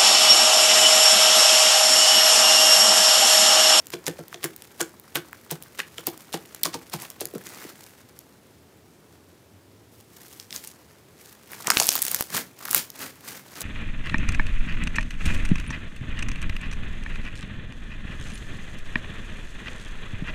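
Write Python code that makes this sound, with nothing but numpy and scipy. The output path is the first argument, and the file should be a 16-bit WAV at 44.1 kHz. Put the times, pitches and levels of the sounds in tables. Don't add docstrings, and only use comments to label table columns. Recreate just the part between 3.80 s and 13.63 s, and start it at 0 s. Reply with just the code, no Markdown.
import sys
import numpy as np
from scipy import signal
from scipy.fft import rfft, irfft, next_fast_len
from scipy.io import wavfile

SR = 44100
rng = np.random.default_rng(int(sys.argv[2]) if len(sys.argv) > 2 else 0)


def materialize(psi):
    bounded = np.clip(np.atleast_2d(psi).T, -1, 1)
    quanta = np.round(bounded * 32767).astype(np.int16)
    wavfile.write(sys.argv[1], SR, quanta)


N = 433503

# start in seconds, level in dB, starting pitch in Hz.
COLLAPSES = [(0.389, -30, 720), (0.528, -28, 2030), (0.658, -27, 2330), (1.003, -25, 1070),
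             (1.0143, -22, 2320), (1.53, -27, 2500), (1.9905, -23, 2270), (3.145, -30.5, 213),
             (3.538, -28.5, 540), (3.553, -26.5, 310), (3.85, -32.5, 480), (7.733, -28, 2640),
             (7.804, -34, 1590), (7.8706, -17.5, 3000), (7.884, -21, 1800), (7.903, -5.5, 2110),
             (7.9714, -12, 3460), (8.001, -17.5, 1120), (8.015, -19, 1130), (8.089, -25.5, 1000),
             (8.155, -21.5, 1470), (8.3457, -21, 2400), (8.5655, -22, 2080), (8.579, -18.5, 2440),
             (8.856, -26, 2280), (8.884, -22.5, 2030), (8.931, -22, 2020), (8.9478, -16.5, 2210)]


def finger_pokes(rise_s, fall_s, push_s):
    # start in seconds, thump level in dB, crunch level in dB, pitch of the hole in Hz.
    pokes = [(0.132, -23.5, -32, 1560), (0.272, -20, -26.5, 1800), (0.388, -27.5, -41, 1390),
             (0.539, -34.5, -45, 1850), (0.639, -22, -25.5, 1830), (1.005, -21.5, -23.5, 1490),
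             (1.358, -23.5, -23.5, 1530), (1.713, -24, -29.5, 760), (1.99, -60, -26, 2060),
             (2.181, -33.5, -37, 1400), (2.27, -23.5, -29, 710), (2.538, -23, -25.5, 740),
             (2.853, -26.5, -23, 1040), (2.941, -27, -30, 890), (3.136, -30, -25, 813),
             (3.41, -27, -30, 556), (3.549, -25.5, -41.5, 1280)]
    # pitch in Hz, level in dB, seconds to fade by 60 dB.
    wood_notes = [(160, -9, 0.09), (335, 3, 0.075), (487.6, -3, 0.04), (695, -3, 0.03)]
    lag_cycles = 1.346
    crunch, knocks = np.zeros(N), np.zeros(N)
    t = np.arange(8000) / SR
    lead_s = 3 * rise_s
    swell = np.where(t < lead_s, np.exp((t - lead_s) / rise_s), np.exp(-(t - lead_s) / fall_s))
    pushes = rng.standard_normal((len(pokes), len(t))) * np.exp(-t / push_s) * (1 - np.exp(-t / 0.000053))
    note_gains = from_db(2.5 * rng.standard_normal((len(pokes), len(wood_notes))))
    note_tunings = np.exp(0.025 * rng.standard_normal(note_gains.shape))
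    for poke, push, gains, tunings in zip(pokes, pushes, note_gains, note_tunings):
        start, thump_db, crunch_db, hole_hz = poke
        add(crunch, from_db(crunch_db) * swell, start - lead_s + 0.0027)
        thump = 0
        for gain, tuning, (hz, db, fade_s) in zip(gains, tunings, wood_notes):
            late_push = np.roll(push, round(lag_cycles * SR / hz))
            thump += gain * from_db(db) * ring(late_push, tuning * hz, fade_s)
        add(knocks, from_db(thump_db) * peak_one(thump), start)
        hole = ring(push, hole_hz, fade_s=0.02)
        add(knocks, from_db(crunch_db + 3) * plop(1.48 * hole_hz), start + 0.003194)
        add(knocks, from_db(crunch_db - 2.5) * peak_one(hole), start + 0.00425)
    beads = crackle(per_s=1500, spread_db=3.5, band_hz=(3000, 15000), cycles=3)
    bubbles = crackle(per_s=400, spread_db=3, band_hz=(800, 4500), cycles=8)
    return crunch * (beads + from_db(-17) * bubbles) + knocks


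def air_snaps(open_s, tear_s, fray_db, fray_s, ring_cycles, tear_db):
    # start in seconds, level in dB, pitch of the pocket in Hz.
    pockets = [(0.138, -18.5, 2480), (0.2663, -10, 5900), (0.281, -12.5, 8800), (0.5436, -20, 3050),
               (0.6422, -8.5, 12600), (1.0132, -7.5, 6600), (1.355, -7, 12700), (1.7119, -8, 12900),
               (2.0018, -10, 1850), (2.1822, -20.5, 2870), (2.2692, -6.5, 11700), (2.528, -23, 3950),
               (2.8332, 2.5, 14500), (2.8364, -9, 3500), (2.854, -11.5, 5170), (2.942, -18.5, 5200),
               (3.408, -15, 10000), (6.599, -23, 5400), (6.707, -24.5, 4100), (6.727, -18.5, 3760),
               (6.762, -15.5, 5800), (6.874, -20.5, 8800), (7.872, -5, 6100), (7.9028, 1, 5000),
               (7.911, -9, 6400), (7.9711, 0.5, 2960), (8, 3, 6000), (8.032, -9.5, 4900),
               (8.069, -6, 10400), (8.09, 3.5, 5840), (8.154, -1, 14900), (8.2198, 1.5, 15000),
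               (8.315, -7.5, 11400), (8.346, -3, 10800), (8.4086, -2.5, 16400), (8.911, -6.5, 12800),
               (8.9303, -6, 12800), (8.9469, 9, 13700), (9.807, -16.5, 10300)]
    out, t = np.zeros(N), np.arange(600) / SR
    noise = rng.standard_normal((len(pockets), 602))
    fray = from_db(fray_db + 1.8 * noise[:, :1]) * np.exp(-t / fray_s)
    tears = np.diff(noise[:, 1:]) * (1 - np.exp(-t / open_s)) * (np.exp(-t / tear_s) + fray)
    for (start, db, hz), tear in zip(pockets, tears):
        snap = peak_one(ring(tear, hz, ring_cycles / hz)) + from_db(tear_db) * tear
        add(out, from_db(db) * peak_one(snap), start - open_s)
    return out


def thread_clicks(let_go_s, plop_crack_db):
    # start in seconds, level in dB.
    threads = [(0.058, -30), (0.0694, -16), (0.1035, -22), (0.482, -19.5), (0.763, -17.5), (0.8217, -18.5),
               (1.198, -22), (1.8245, -23), (1.836, -26.5), (2.3765, -22.5), (2.419, -28), (2.7475, -14.5),
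               (3.098, -24), (3.2213, -17), (3.3022, -17.5), (3.455, -8), (3.5815, -22.5), (3.69, -23),
               (4.3904, -21.5), (6.3685, -31), (6.5425, -34), (6.8395, -24), (7.7185, -18), (7.8447, -23),
               (8.1437, -14), (8.161, -4), (8.178, -14), (8.2255, -2), (8.2515, -6), (8.266, -7),
               (8.282, -25), (8.304, -23), (8.3235, -26), (8.399, -22), (8.4242, -8), (8.8532, -11),
               (8.8795, -17), (8.893, -15), (9.1025, -15.5)]
    cracks = [(start, db + plop_crack_db + 10 * np.log10(hz / SR)) for start, db, hz in COLLAPSES]
    out, t = np.zeros(N), np.arange(300) / SR
    for start, db in threads + cracks:
        dullness = from_db(-2.5 + 9.9 * rng.standard_normal())
        burst = rng.standard_normal(len(t)) * (np.exp(-t / let_go_s) + 0.12 * np.exp(-t / 0.0034))
        click = np.diff(burst, prepend=0) + dullness * burst
        add(out, from_db(db) * peak_one(click), start)
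    return out


def plop(hz, end_share=0.26, slide_cycles=3.82, fade_cycles=3.05):
    cycles = hz * np.arange(3000) / SR
    slide = end_share + (1 - end_share) * np.exp(-cycles / slide_cycles)
    tone = np.sin(2 * np.pi * np.cumsum(hz * slide) / SR)
    return peak_one(tone * np.exp(-cycles / fade_cycles) * (1 - np.exp(-2 * cycles)))


def collapsing_hollows():
    out = np.zeros(N)
    for start, db, hz in COLLAPSES:
        add(out, from_db(db) * plop(hz), start)
    return out


def slime_motion(rise_db_per_s=441, fall_db_per_s=302, creep_wet_db=4, creep_grain=0.9):
    # start and hold in seconds, fizz and squelch levels in dB,
    # graininess from 0 (air hissing out) to 1 (separate clicks).
    moves = [(3.155, 0.11, -51, -47, 0.95), (3.66, 0.23, -46.5, -43, 0.87), (3.943, 0.24, -55, -56, 0.82),
             (6.128, 0.078, -55.5, -68, 0.67), (6.323, 0.3, -50.5, -56.5, 0.88),
             (6.749, 0.009, -35.5, -46, 0), (6.837, 0.04, -46.5, -57, 0.94), (7.41, 0.11, -53, -57.5, 0.78),
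             (7.716, 0.099, -43.5, -42.5, 0.89), (7.87, 0.12, -45, -32, 1), (7.963, 0.15, -25, -47, 0.92),
             (8.158, 0.25, -35, -43.5, 0.81), (8.536, 0.055, -30.5, -32.5, 0.6),
             (8.82, 0.096, -42.5, -41, 1), (8.963, 0.016, -23.5, -36, 0.46),
             (9.209, 0.054, -37, -35.5, 0.68), (9.468, 0.1, -43, -43, 0.6), (9.766, .07, -41, -38, 0.9)]
    # time in seconds, fizz level in dB.
    creep = [(0, -59.5), (1.5, -60.5), (2.7, -55), (3.5, -57.5), (4.25, -66), (5.6, -71), (6.1, -76),
             (6.95, -63.5), (7.6, -62.5), (8.7, -63), (9.83, -53)]
    t = np.arange(0, N, 64) / SR
    start, hold, fizz_db, squelch_db, move_grain = np.transpose(moves)[:, :, None]
    shape_db = -rise_db_per_s * np.maximum(start - t, 0) - fall_db_per_s * np.maximum(t - start - hold, 0)
    move_power = from_db(fizz_db + shape_db) ** 2
    creep_power = from_db(np.interp(t, *np.transpose(creep))) ** 2
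    fizz_power = np.sum(move_power, 0) + creep_power
    squelch_power = np.sum(from_db(squelch_db + shape_db) ** 2, 0) + creep_power * from_db(creep_wet_db) ** 2
    grain = (np.sum(move_grain * move_power, 0) + creep_grain * creep_power) / fizz_power
    return every_sample(t, np.sqrt(fizz_power), np.sqrt(squelch_power), np.clip(grain, 0, 1))


def kneading():
    # frequency in Hz, relative level in dB.
    fizz_tone = [(1500, -12.5), (5000, -8), (10000, -9.5), (16000, -6.5)]
    # frequency in Hz, relative level in dB.
    squelch_tone = [(250, 11), (1000, 1.5), (1900, 9), (3200, -2.5), (6000, -1.5), (10000, -5)]
    fizz_gain, squelch_gain, grain = slime_motion()
    clumps_db = 4.4 * drift(hz=45)
    ticks = crackle(per_s=450 * from_db(clumps_db), spread_db=3.3, band_hz=(6000, 15000), cycles=3)
    pops = crackle(per_s=500 * from_db(clumps_db), spread_db=3.5, band_hz=(900, 5000), cycles=7)
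    smooth = np.sqrt(1 - 0.82 * grain ** 2)
    fizz = smooth * coloured(rng.standard_normal(N), fizz_tone) + grain * coloured(ticks, fizz_tone)
    squelch = smooth * coloured(rng.standard_normal(N), squelch_tone) + from_db(-5.5) * grain * pops
    return from_db(0.55 * grain * clumps_db) * (fizz_gain * fizz + squelch_gain * squelch)


def bass_pops(rise_s):
    # start in seconds, level in dB.
    pops = [(7.9701, -8.5), (8.4091, -11.5)]
    out, age = np.zeros(N), np.arange(200) / SR / rise_s
    for start, db in pops:
        add(out, from_db(db) * np.e * age * np.exp(-age), start)
    return out


def room_echo(x, fade_s, wall_cut_hz):
    size = next_fast_len(N + SR)
    hz = np.arange(size // 2 + 1) * SR / size
    dulling = (1 / (1 + 1j * hz / wall_cut_hz)) ** 0.096
    echo = 0
    for k, lag_s in enumerate(rng.uniform(0.015, 0.022, 10)):
        delay = np.exp(-2j * np.pi * hz * round(lag_s * SR) / SR)
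        one_round = from_db(-60 * lag_s / fade_s) * dulling * delay
        echo += (-1) ** k * one_round / (1 - one_round)
    return irfft(rfft(x, size) * echo, size)[:N]


def room_hum(level_db):
    # frequency in Hz, relative level in dB.
    hum_tone = [(30, -40), (81, -1.5), (245, -4), (364, -3), (616, -11), (1630, -20), (16000, -29.5)]
    return from_db(level_db) * coloured(rng.standard_normal(N), hum_tone)


def far_motor():
    # time in seconds, pitch in Hz, level in dB.
    motor_run = [(5.1, 84, -75), (5.5, 89, -58), (6.2, 108, -60), (6.7, 112, -75)]
    hz, db = every_sample(*np.transpose(motor_run))
    gain = from_db(db + 3 * drift(hz=6.5))
    return gain * np.sin(2 * np.pi * np.cumsum(hz + 4 * drift(hz=11)) / SR)


def crackle(per_s, spread_db, band_hz, cycles):
    sizes = from_db(spread_db * np.minimum(rng.exponential(1, N), 5)) * rng.choice([-1, 1], N)
    clicks = sizes * (rng.random(N) < per_s / SR)
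    pitch_index = rng.integers(0, 10, N)
    pitches = np.geomspace(*band_hz, 10)
    return rms_one(sum(ring(clicks * (pitch_index == k), hz, cycles / hz) for k, hz in enumerate(pitches)))


def ring(x, hz, fade_s):
    decay, step = from_db(-60 / (fade_s * SR)), 2 * np.pi * min(hz, 0.45 * SR) / SR
    return signal.lfilter([0, np.sin(step)], [1, -2 * decay * np.cos(step), decay ** 2], x + 1e-18)


def drift(hz):
    decay = np.exp(-2 * np.pi * hz / SR)
    return rms_one(signal.lfilter([1], [1, -2 * decay, decay ** 2], rng.standard_normal(N + SR))[SR:])


def coloured(x, tone):
    size = next_fast_len(N)
    hz, db = np.transpose(tone)
    bin_hz = np.arange(size // 2 + 1) * SR / size + 1
    gains = from_db(np.interp(np.log(bin_hz), np.log(hz), db))
    return rms_one(irfft(rfft(x, size) * gains, size)[:N])


def every_sample(times, *curves):
    return [np.interp(np.arange(N) / SR, times, curve) for curve in curves]


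def add(out, x, start_s):
    i = max(round(start_s * SR), 0)
    out[i:i + len(x)] += x[:N - i]


def from_db(db):
    return 10 ** (np.asarray(db) / 20)


def rms_one(x):
    return x / np.sqrt(np.mean(x ** 2) + 1e-20)


def peak_one(x):
    return x / np.max(np.abs(x))


def scene():
    near = finger_pokes(rise_s=0.0066, fall_s=0.0095, push_s=0.012)
    near += air_snaps(open_s=0.00027, tear_s=0.00056, fray_db=-16, fray_s=0.0031,
                      ring_cycles=3.8, tear_db=-18.5)
    near += thread_clicks(let_go_s=0.0004, plop_crack_db=17.5) + collapsing_hollows() + kneading()
    near = signal.sosfilt(signal.butter(3, 130, "high", fs=SR, output="sos"), near)
    hum = room_hum(level_db=-54.5)
    echo = from_db(-19.5) * room_echo(near, fade_s=0.4, wall_cut_hz=160)
    return (near + echo + bass_pops(rise_s=0.0001) + hum + far_motor())[None]


def record(dry):
    treble_cut = signal.cheby2(12, 60, 16500, fs=SR, output="sos")
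    return signal.sosfilt(treble_cut, np.clip(dry, -1, 1))


dry = scene()
out = record(dry)
materialize(out)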